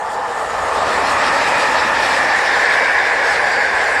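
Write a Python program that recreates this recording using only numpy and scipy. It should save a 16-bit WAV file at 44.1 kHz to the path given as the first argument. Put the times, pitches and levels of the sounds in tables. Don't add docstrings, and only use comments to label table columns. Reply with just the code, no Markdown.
import sys
import numpy as np
from scipy import signal
from scipy.fft import rfft, irfft, next_fast_len
from scipy.io import wavfile
from scipy.ndimage import uniform_filter1d, map_coordinates

SR = 44100
rng = np.random.default_rng(int(sys.argv[2]) if len(sys.argv) > 2 else 0)


def master(y):
    cut = np.clip(np.atleast_2d(y).T, -1, 1)
    pcm = np.round(cut * 32767)
    wavfile.write(sys.argv[1], SR, pcm.astype(np.int16))


N = 176400


def amp(db):
    return 10 ** (np.asarray(db) / 20)


def unit(x):
    return x / np.sqrt(np.mean(x ** 2) + 1e-20)


def curves(rows):
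    knots_s, *columns = np.transpose(rows)
    t = np.arange(N) / SR
    return [np.interp(t, knots_s, column) for column in columns]


def wobble(rate_hz):
    knots = rng.standard_normal(int(N * rate_hz / SR) + 4)
    return map_coordinates(knots, [np.arange(N) * rate_hz / SR])


def filtered(x, response):
    m = next_fast_len(N + 8192)
    spectrum = rfft(x, m) * response(np.fft.rfftfreq(m, 1 / SR))
    return irfft(spectrum, m)[..., :N]


def rush(spectrum, patchy_db):
    z = signal.stft(rng.standard_normal(N), nperseg=1024)[2]
    field = uniform_filter1d(rng.standard_normal(z.shape), size=5, axis=0)
    field = uniform_filter1d(field, size=5, axis=1)
    noise = signal.istft(z * amp(patchy_db * unit(field)), nperseg=1024)[1][:N]
    f, db = np.transpose(spectrum)
    return unit(filtered(noise, lambda hz: amp(np.interp(np.log(hz + 1), np.log(f + 1), db))))


def ringing(rows, width_hz):
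    steady = 0.4
    hz, level_db = curves(rows)
    a, b = filtered(rng.standard_normal((2, N)), lambda f: 1 / (1 + (f / width_hz) ** 2))
    phase = 2 * np.pi * np.cumsum(hz) / SR
    envelope = np.hypot(a, b) + 1e-9
    wave = (a * np.cos(phase) + b * np.sin(phase)) / envelope ** steady
    t = np.arange(N) / SR
    active = (t >= rows[0][0]) & (t <= rows[-1][0])
    return amp(level_db) * active * unit(wave)


def rolling():
    # t/s, from ahead/dB, beside locomotive/dB, coaches/dB
    view_levels = [(0, -25.5, -43, -50), (.3, -22.5, -38, -48), (.6, -20.5, -31, -37),
                   (.75, -17.5, -29, -38), (.9, -17.5, -23, -33), (1.2, -21.5, -17, -26),
                   (1.5, -32.5, -16.5, -24), (1.8, -23.5, -17.5, -34), (2.1, -40, -16.5, -24),
                   (2.4, -45, -23, -17), (2.7, -53, -24, -15.5), (3, -50, -28, -16), (3.3, -52, -23, -17.5),
                   (3.6, -46, -27.5, -16), (4, -50, -23.5, -18.5)]
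    # f/Hz, density/dB per Hz
    ahead = [(53, -49), (90, -30), (139, -24.5), (302, -19.5), (325, -22.5), (487, -4.5), (574, -9.5),
             (628, -5), (899, -5.5), (983, -6), (1250, -6.5), (1450, -14.5), (1760, -16), (2240, -23.5),
             (3200, -28.5), (4160, -55), (7040, -120)]
    beside = [(53, -61), (90, -20.5), (214, -15), (260, -11.5), (395, -13.5), (549, -3), (774, -5),
              (872, -1), (1060, -4.5), (1290, -2.5), (1560, -10.5), (1760, -3.5), (2200, -11.5),
              (2450, -8.5), (3200, -23), (4160, -51), (7040, -120)]
    coaches = [(53, -58), (90, -33), (241, -26), (280, -25), (480, -8), (729, -9), (809, -5), (912, -10),
               (1060, -6), (1270, -21.5), (1520, -5), (1680, -2.5), (2240, -9.5), (3060, -28), (3200, -31),
               (4160, -48), (7040, -120)]
    sway_db, sway_rate_hz = 0.3, 6.26
    ahead_db, beside_db, coach_db = curves(view_levels)
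    broad = amp(ahead_db) * rush(ahead, patchy_db=1.5)
    broad += amp(beside_db) * rush(beside, patchy_db=0.8)
    broad += amp(coach_db) * rush(coaches, patchy_db=1.3)
    return amp(sway_db * wobble(sway_rate_hz)) * broad


def wheels():
    # t/s, centre f/Hz, level/dB
    main_mode = [(0, 1760, -36), (.5, 1775, -32), (1, 1789, -29.5), (1.4, 1778, -24.5), (1.8, 1756, -23.5),
                 (2.2, 1770, -21), (2.5, 1761, -21.5), (2.8, 1684, -20.5), (3.1, 1730, -23.5),
                 (3.4, 1680, -22), (3.7, 1660, -23.5), (4, 1644, -22)]
    upper_mode = [(.8, 2500, -50), (1.2, 2480, -50), (1.55, 2440, -23.5), (1.8, 2400, -44.5),
                  (2.1, 2340, -29), (2.4, 2360, -39), (2.8, 2300, -24.5), (3.1, 2240, -33),
                  (3.5, 2160, -35), (4, 2120, -34)]
    high_mode = [(2.9, 4800, -55), (3.3, 4760, -48), (3.55, 4700, -33.5), (3.75, 4750, -48), (4, 4680, -46)]
    core_db = -5
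    ring = ringing(main_mode, width_hz=160)
    ring += amp(core_db) * ringing(main_mode, width_hz=35)
    ring += ringing(upper_mode, width_hz=58)
    return ring + ringing(high_mode, width_hz=138)


def rail():
    # t/s, centre f/Hz, level/dB
    rail_mode = [(0, 850, -23.5), (.2, 840, -24.5), (.45, 850, -30), (.8, 850, -36), (1.1, 880, -26),
                 (1.5, 880, -24), (1.9, 860, -25), (2.3, 840, -22.5), (2.7, 800, -37), (3.1, 810, -34),
                 (3.5, 820, -31), (4, 830, -27)]
    return ringing(rail_mode, width_hz=77)


def hiss():
    # t/s, low treble/dB, high treble/dB
    treble_levels = [(0, -43.5, -46), (.3, -41.5, -43), (.6, -37.5, -39.5), (.83, -34, -38.5),
                     (.87, -31.5, -37), (1, -32.5, -37), (1.15, -29.5, -36.5), (1.3, -28.5, -36),
                     (1.55, -28.5, -35.5), (1.8, -27.5, -35.5), (1.88, -31.5, -39.5), (2.1, -26, -34),
                     (2.28, -29.5, -37.5), (2.5, -29.5, -38), (2.78, -28, -39), (2.86, -31.5, -41),
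                     (3.2, -31, -41.5), (3.32, -29, -35), (3.4, -31, -39.5), (3.55, -31, -40),
                     (3.7, -32, -41), (4, -33.5, -39)]
    # f/Hz, density/dB per Hz
    low_treble = [(1700, -46), (2800, -1), (3100, -2.5), (3500, 0.5), (4200, -1), (4700, -1), (5400, -1.5),
                  (5800, -6.5), (6200, -9.5), (8000, -40), (14000, -120)]
    high_treble = [(3600, -44), (5800, -8.5), (6500, -5), (6900, 0.5), (7500, -1), (8500, -2.5),
                   (9000, -7.5), (9500, -10), (10200, -9.5), (11000, -16), (12000, -17.5), (13400, -30),
                   (14250, -28)]
    slow_db, quick_db, own_db = 0.02, 0.68, 1
    low_db, high_db = curves(treble_levels)
    shared_db = slow_db * wobble(14) + quick_db * wobble(35.04)
    low_db = low_db + shared_db + own_db * wobble(21.88)
    high_db = high_db + shared_db + own_db * wobble(22.02)
    low = amp(low_db) * rush(low_treble, patchy_db=2.0)
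    high = amp(high_db) * rush(high_treble, patchy_db=3.0)
    return low + high


def ground_rumble():
    # t/s, level/dB
    ground_level = [(0, -49.5), (.35, -51), (.6, -42), (.75, -44.5), (1, -42), (1.3, -41), (1.5, -49),
                    (1.75, -44), (2.1, -45), (2.4, -47.5), (2.8, -47), (3.2, -47.5), (3.6, -47), (4, -45)]
    # f/Hz, density/dB per Hz
    ground_spectrum = [(11, -41), (18, -16), (64, 1), (110, -3), (140, -36), (240, -120)]
    level_db, = curves(ground_level)
    return amp(level_db) * rush(ground_spectrum, patchy_db=-0.5)


def blowers():
    # t/s, centre f/Hz, level/dB
    howl = [(.2, 1253, -40), (.55, 1250, -32), (.8, 1210, -27.5), (1, 1200, -36), (1.2, 1191, -27.5),
            (1.5, 1178, -36), (2.2, 1152, -29.5), (2.6, 1117, -38)]
    return ringing(howl, width_hz=66)


def drone():
    # t/s, centre f/Hz, level/dB
    drone_track = [(.45, 74.2, -60), (.6, 74, -47), (.8, 71.7, -46), (1.05, 65.9, -48), (1.35, 72.2, -47),
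                   (1.75, 72.3, -54), (2.1, 61.6, -52), (2.4, 60, -60)]
    return ringing(drone_track, width_hz=4)


def traction_gear():
    # t/s, centre f/Hz, level/dB
    moan = [(.6, 300.5, -53), (1, 289.3, -43), (1.3, 262.3, -36), (1.7, 263.2, -46), (2.2, 271, -42.5),
            (2.6, 259.1, -58)]
    return ringing(moan, width_hz=13)


def scene():
    train = rolling() + wheels() + rail() + hiss() + ground_rumble()
    locomotive = blowers() + drone() + traction_gear()
    return (train + locomotive)[None]


def record(dry):
    ceiling, knee = 1.0, 2.2
    top_hz = 14290
    bent = dry / (1 + np.abs(dry / ceiling) ** knee) ** (1 / knee)
    return filtered(bent, lambda hz: hz < top_hz)


dry = scene()
out = record(dry)
master(out)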